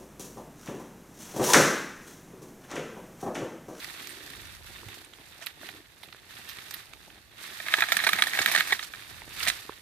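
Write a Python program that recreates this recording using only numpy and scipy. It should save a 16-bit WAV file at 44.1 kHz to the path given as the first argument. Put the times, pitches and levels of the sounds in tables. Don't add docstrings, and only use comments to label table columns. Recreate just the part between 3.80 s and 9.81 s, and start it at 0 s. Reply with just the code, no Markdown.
import sys
import numpy as np
from scipy import signal
from scipy.fft import rfft, irfft, next_fast_len
from scipy.io import wavfile
from scipy.ndimage import uniform_filter1d, map_coordinates

SR = 44100
rng = np.random.default_rng(int(sys.argv[2]) if len(sys.argv) > 2 else 0)


def wav_out(sig):
    wavfile.write(sys.argv[1], SR, np.round(np.clip(np.atleast_2d(sig).T, -1, 1) * 32767).astype(np.int16))


N = 265173
HIT_SAMPLES = 8192

# frequency in Hz, relative level in dB.
CRISP_SPECTRUM = [(3400, -25), (4400, -1), (5500, -4), (7300, -8.5), (9200, -6.5), (11000, -9.5),
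                  (13500, -8.5), (15000, -10)]
# frequency in Hz, bandwidth in Hz, relative level in dB.
CRACK_MODES = [(5050, 2100, 8), (10100, 930, 2.5), (13600, 1600, -1.5)]
# frequency in Hz, bandwidth in Hz, relative level in dB.
BOX_MODES = [(1250, 64, -6), (1649, 172, -2), (1870, 113, 1), (2232, 123, -2.5), (2536, 176, -9),
             (3380, 610, -13), (4074, 105, -7.5)]
# frequency in Hz, bandwidth in Hz, relative level in dB.
PANEL_MODES = [(210, 50, -17), (380, 140, -15), (670, 100, 0), (1000, 380, -4)]


def amp(db):
    return 10 ** (np.asarray(db) / 20)


def unit(x):
    return x / np.sqrt(np.mean(x ** 2) + 1e-20)


def wobble(rate):
    return map_coordinates(rng.standard_normal(int(N * rate / SR) + 4), [np.arange(N) * rate / SR])


def pan(db):
    return amp([[db / 2], [-db / 2]])


def filtered(x, response):
    size = x.shape[-1]
    padded = next_fast_len(size + HIT_SAMPLES)
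    return irfft(rfft(x, padded) * response(np.fft.rfftfreq(padded, 1 / SR)), padded)[..., :size]


def left_first(x, lead_ms):
    return filtered(x, lambda hz: np.exp(2j * np.pi * hz * lead_ms / 1000 * np.array([[.5], [-.5]])))


def equalised(x, curve):
    hz, db = np.transpose(curve)
    return filtered(x, lambda f: amp(np.interp(np.log(f + 1), np.log(hz), db)))


def ring(x, modes, vary_db=0, detune=0):
    chance = rng.standard_normal((len(modes), 2))
    struck = [(hz * np.exp(detune * a), width, amp(db + vary_db * b))
              for (hz, width, db), (a, b) in zip(modes, chance)]
    return unit(filtered(x, lambda f: sum(
        (-1) ** k * gain * 1j * f * width / (hz * hz - f * f + 1j * f * width)
        for k, (hz, width, gain) in enumerate(struck))))


def noise(alike):
    return np.sqrt(alike) * rng.standard_normal(N) + np.sqrt(1 - alike) * rng.standard_normal((2, N))


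def grains(rate, spread_db, clump_db, bed_db, alike):
    size_db = spread_db * np.minimum(rng.exponential(size=N), 3)
    starts = (rng.random(N) < rate / SR) * amp(size_db)
    energy = signal.lfilter([1], [1, -np.exp(-1 / (0.00049 * SR))], starts ** 2)
    envelope = np.hypot(unit(np.sqrt(energy)), amp(bed_db))
    return unit(envelope * noise(alike) * amp(clump_db * wobble(70)))


def jolt(run_t60, run_db, shiver_t60, shiver_db):
    t = np.arange(HIT_SAMPLES) / SR
    release = 1. * (t == 0)
    ragged = amp(4 * np.repeat(rng.standard_normal(HIT_SAMPLES // 32), 32))
    build_up = 1 - np.exp(-t / (0.061 * run_t60))
    run = ragged * rng.standard_normal(HIT_SAMPLES) * amp(-60 * t / run_t60) * build_up
    shiver = rng.standard_normal((2, HIT_SAMPLES)) * amp(-60 * t / shiver_t60)
    return unit(release) + amp(run_db) * unit(run) + amp(shiver_db) * unit(shiver)


def add(track, start, sound, db):
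    loudest = np.sqrt(uniform_filter1d(np.mean(sound ** 2, axis=0), size=130, mode="constant").max())
    part = track[:, round(start * SR):][:, :sound.shape[-1]]
    part += (amp(db) * sound / loudest)[:, :part.shape[-1]]


def gestures(rows, attack_db_per_s=257, release_db_per_s=208):
    t, power = np.arange(N) / SR, np.zeros(N)
    for start, length, db, fade in rows:
        before = np.maximum(start - t, 0)
        during = np.clip(t - start, 0, length)
        after = np.maximum(t - start - length, 0)
        power += amp(db - attack_db_per_s * before - fade * during - release_db_per_s * after) ** 2
    return np.sqrt(power)


def cable_motion():
    # start in seconds, length in seconds, drive in dB, fade in dB per second.
    pulls = [(0, 0.758, -46.5, 7), (.86, 0.36, -51.5, 3.5), (1.34, .36, -60, -17), (1.82, 0.15, -51, 23),
             (2.22, .2, -61, 16), (2.51, 0.49, -51.5, -4), (3.05, 0.31, -60, 4), (3.61, 1.45, -47, 0.5),
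             (5.12, 0.27, -51, 0.5)]
    twists = [(3.92, 0.1, -37.5, 12), (4.12, 0.44, -38, 8.5), (4.59, 0.21, -33, 7),
              (4.88, 0.047, -38.5, 25)]
    drop_s, rise_db_per_s, fall_db_per_s = 5.637, 105, 61
    since_drop = np.arange(N) / SR - drop_s
    drop = amp(-37.5 - np.maximum(-rise_db_per_s * since_drop, fall_db_per_s * since_drop))
    resting = amp(-61)
    stir = np.sqrt(gestures(pulls) ** 2 + drop ** 2 + resting ** 2)
    twist = np.hypot(gestures(twists), amp(-17) * drop)
    return stir, twist


def rustle(drive):
    # frequency in Hz, relative level in dB.
    leaf_spectrum = [(450, -24), (800, -13), (1200, -4), (1800, 1), (2400, -1), (3000, -4), (3750, -2),
                     (4500, -9), (5500, -24), (9000, -60)]
    # frequency in Hz, bandwidth in Hz, relative level in dB.
    wire_modes = [(1155, 130, 3), (1810, 120, 7.5), (2660, 133, 6.5), (3655, 140, 2.5)]
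    leaf_grains = grains(rate=700, spread_db=3.8, clump_db=1.7, bed_db=0, alike=.25)
    wire_grains = grains(rate=110, spread_db=3.5, clump_db=2.5, bed_db=-7, alike=.15)
    fine_grains = grains(rate=170, spread_db=3, clump_db=1.16, bed_db=4.5, alike=0.014)
    leaves = unit(equalised(leaf_grains, leaf_spectrum)) * pan(-5)
    wires = ring(wire_grains, wire_modes) * pan(-5)
    crisp = unit(equalised(fine_grains, CRISP_SPECTRUM)) * pan(-7)
    return drive * (amp(1.5) * leaves + amp(-6) * wires + crisp)


def hand_rub(effort):
    # frequency in Hz, relative level in dB.
    rub_spectrum = [(60, -14), (110, -1.5), (170, -5), (260, -4.5), (340, -2), (500, -8.5), (720, -6),
                    (950, -8), (1400, -31)]
    rub_db = -56.5 + 0.43 * (20 * np.log10(effort) + 48)
    friction = grains(rate=210, spread_db=6, clump_db=2, bed_db=1.5, alike=0.72)
    return amp(rub_db) * unit(equalised(friction, rub_spectrum)) * pan(-0.1)


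def breeze():
    # frequency in Hz, relative level in dB.
    wind_spectrum = [(12, -37), (25, -5), (40, 2.5), (65, 2), (90, 1), (130, -3), (200, -11.5),
                     (350, -34.5)]
    # start in seconds, length in seconds, swell strength in dB, fade in dB per second.
    swells = [(.5, 0.75, -55.5, 4.5), (1.48, .3, -62.5, 10), (5.3, .4, -52, 2)]
    rumble = unit(equalised(noise(alike=0.4), wind_spectrum))
    waver = amp(2 * wobble(5))
    return np.hypot(amp(-62), gestures(swells)) * rumble * waver * pan(-3)


def stalk_ticks():
    # start in seconds, level in dB, crack against stalk in dB, splintering t60 in seconds.
    breaks = [(0.044, -31.5, -0.5, 0.01), (.272, -35, 7, 0.0096), (.293, -38, 1, 0.13),
              (.983, -45, -16, 0.031), (1.086, -39, -2, 0.011), (1.143, -42, 1, .026), (1.187, -50, 9, .02),
              (1.247, -44.5, 3, .02), (1.335, -43.5, -12, 0.011), (1.625, -40.5, -5, 0.11),
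              (1.662, -33, 6, 0.01), (1.668, -27.5, -10, 0.0032), (1.869, -39.5, 2, .017),
              (1.889, -35, -8.5, 0.011), (2.232, -42.5, -7.5, .055), (2.286, -47, -15, 0.026),
              (2.326, -39.5, -22, 0.014), (2.69, -36.5, 0, 0.091), (2.786, -37.5, -6, 0.0095),
              (2.909, -32.5, 3, 0.017), (2.94, -31, 1, 0.02), (3.135, -38.5, -6, 0.0058),
              (3.3, -47, -13, 0.023), (5.044, -37.5, 4, 0.027), (5.604, -29, -31, 0.018),
              (5.631, -30, -9, .018), (5.675, -23, -3, 0.068)]
    # frequency in Hz, bandwidth in Hz, relative level in dB.
    stalk_modes = [(1350, 500, -5), (1850, 450, 0), (2550, 600, -1), (3800, 900, -3)]
    out = np.zeros((2, N))
    for start, db, crack_db, run_t60 in breaks:
        force = jolt(run_t60, run_db=4, shiver_t60=0.086, shiver_db=-1)
        stalk = ring(force, stalk_modes, vary_db=3, detune=.08)
        crack = amp(crack_db) * ring(force, CRACK_MODES, vary_db=6, detune=0.113) * pan(-1)
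        add(out, start, (stalk + crack) * pan(-9.5), db)
    return out


def box_slide():
    # start in seconds, length in seconds, level in dB, fade in dB per second.
    slides = [(.22, 0.42, -54.5, 9), (1.04, 0.32, -56.5, 32), (1.82, 0.17, -56, 13)]
    # frequency in Hz, bandwidth in Hz, relative level in dB.
    hollow = [(322, 194, 0)]
    scrape = grains(rate=180, spread_db=5, clump_db=2, bed_db=4, alike=0.95)
    return gestures(slides) * ring(ring(scrape, hollow), hollow)


def soft_bumps():
    # start in seconds, level in dB, pitch in Hz, t60 of the low mode in seconds.
    contacts = [(1.032, -43.5, 430, .017), (1.065, -39.5, 105, 0.16), (1.386, -50, 405, 0.021),
                (1.832, -40, 640, 0.017), (1.889, -41.5, 745, 0.022), (2.234, -40.5, 875, 0.0087),
                (2.347, -44, 616, 0.0027), (3.984, -32, 430, 0.013), (4.168, -44.5, 210, .056),
                (4.334, -42.5, 199, .1), (4.659, -42, 220, 0.07), (4.022, -44, 564, .015),
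                (4.591, -35, 473, 0.012), (4.78, -44, 184, 0.11), (4.923, -36, 401, 0.028),
                (5.419, -38.5, 870, 0.0093), (5.68, -39.5, 244, 0.048), (5.8941, -30, 428, 0.014)]
    out, t = np.zeros((2, N)), np.arange(HIT_SAMPLES) / SR
    attack = 1 - np.exp(-t / 0.00096)
    for start, db, hz, t60 in contacts:
        phase = 2 * np.pi * hz * t
        overtone = amp(8.5 - 60 * t / 0.01) * np.sin(2.41 * phase)
        thud = (np.sin(phase) + overtone) * amp(-60 * t / t60) * attack
        add(out, start, thud * pan(-7), db)
    return out


def scrapes_and_snaps():
    # start in seconds, level in dB, trim of the bright edge in dB, t60 of the run in seconds.
    hits = [(1.614, -40.5, -9, 0.077), (1.67, -34.5, -5, 0.0077), (3.801, -30.5, -25, 0.024),
            (3.864, -31.5, -27, 0.031), (3.884, -24, -29, 0.0077), (3.939, -11, -23, 0.0066),
            (3.986, -25, -29, 0.037), (4.006, -19, -9, 0.0064), (4.022, -13.5, -27, 0.024),
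            (4.038, -20, -29, .01), (4.086, -26, -9, 0.027), (4.12, -13.5, -8, 0.022),
            (4.168, -15, -7, 0.0073), (4.19, -24.5, -24, 0.017), (4.201, -21.5, -31, 0.0064),
            (4.238, -21, -11.5, 0.024), (4.246, -23, -6, .013), (4.267, -15, -11.5, 0.042),
            (4.29, -17, -10, 0.014), (4.332, -15, -12, 0.0079), (4.387, -21.5, -17, 0.045),
            (4.422, -11, -13, 0.011), (4.437, -21, -10, 0.016), (4.469, -23.5, -7, 0.03),
            (4.534, -22, -12, 0.0052), (4.589, -15.5, -14, 0.028), (4.616, -22.5, -1, 0.024),
            (4.66, -13, -12, 0.0044), (4.685, -30, 1, 0.049), (4.715, -21.5, -4, 0.029),
            (4.749, -13.5, -11.5, 0.021), (4.761, -15.5, -9, 0.0098), (4.776, -18.5, -11, 0.017),
            (4.784, -23, -6, 0.012), (4.799, -20, -8, 0.01), (4.807, -15, -20, 0.0046),
            (4.923, -15, -16.5, 0.039), (4.948, -31, -7, 0.026), (4.993, -28, -26, 0.013),
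            (5.027, -31.5, -1, 0.025), (5.137, -33, -26, 0.0091), (5.148, -39, -18, 0.0097),
            (5.628, -27.5, 11, 0.037), (5.667, -24, -10, 0.044), (5.682, -18.5, 0.5, 0.028),
            (5.7, -19, -8.5, 0.01)]
    out = np.zeros((2, N))
    for start, db, edge_db, run_t60 in hits:
        run_db = 20 * np.log10(run_t60 / 0.03)
        knock_db = -13 + 0.61 * run_db
        force = jolt(run_t60, run_db, shiver_t60=.07, shiver_db=-11)
        body = ring(force, BOX_MODES, vary_db=2, detune=.04)
        knock = amp(knock_db) * ring(force, PANEL_MODES, vary_db=3, detune=0.026)
        rasp = jolt(2 * run_t60, run_db=25.5, shiver_t60=0.049, shiver_db=21)
        edge = amp(edge_db + 1) * ring(rasp, CRACK_MODES, vary_db=4, detune=.08) * pan(-4)
        add(out, start, (body + knock + edge) * pan(-6.5), db)
    return left_first(out, lead_ms=0.077)


def crust_crumble(twist):
    crumbs = grains(rate=400, spread_db=4.4, clump_db=3, bed_db=-4, alike=.65)
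    box = ring(crumbs, BOX_MODES) + amp(-13) * ring(crumbs, PANEL_MODES)
    rattle = left_first(box, lead_ms=0.099) * pan(-2.5)
    grit = unit(equalised(left_first(crumbs, lead_ms=0.15), CRISP_SPECTRUM)) * pan(-15)
    return twist * (amp(1.9) * rattle + amp(-9.5) * grit)


def scene():
    stir, twist = cable_motion()
    foliage = rustle(stir + amp(-5.5) * twist)
    bed = foliage + hand_rub(np.hypot(stir, twist)) + breeze()
    return bed + stalk_ticks() + box_slide() + soft_bumps() + scrapes_and_snaps() + crust_crumble(twist)


def record(dry):
    # frequency in Hz, gain in dB.
    right_port_eq = [(2000, -0.5), (2600, -1), (3200, 0.5), (3900, 2), (5000, -3.5), (7000, -0.5),
                     (10000, -0.5), (14000, 0)]
    ceiling, low_hz, top_hz = .95, 48, 14750
    ports = np.array([dry[0], equalised(dry[1], right_port_eq)])
    limited = ports / (1 + np.abs(ports / ceiling) ** 6) ** (1 / 6)
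    low_cut = signal.sosfilt(signal.butter(2, low_hz, "high", fs=SR, output="sos"), limited)
    return filtered(low_cut, lambda hz: 1 / (1 + (hz / top_hz) ** 160))


dry = scene()
out = record(dry)
wav_out(out)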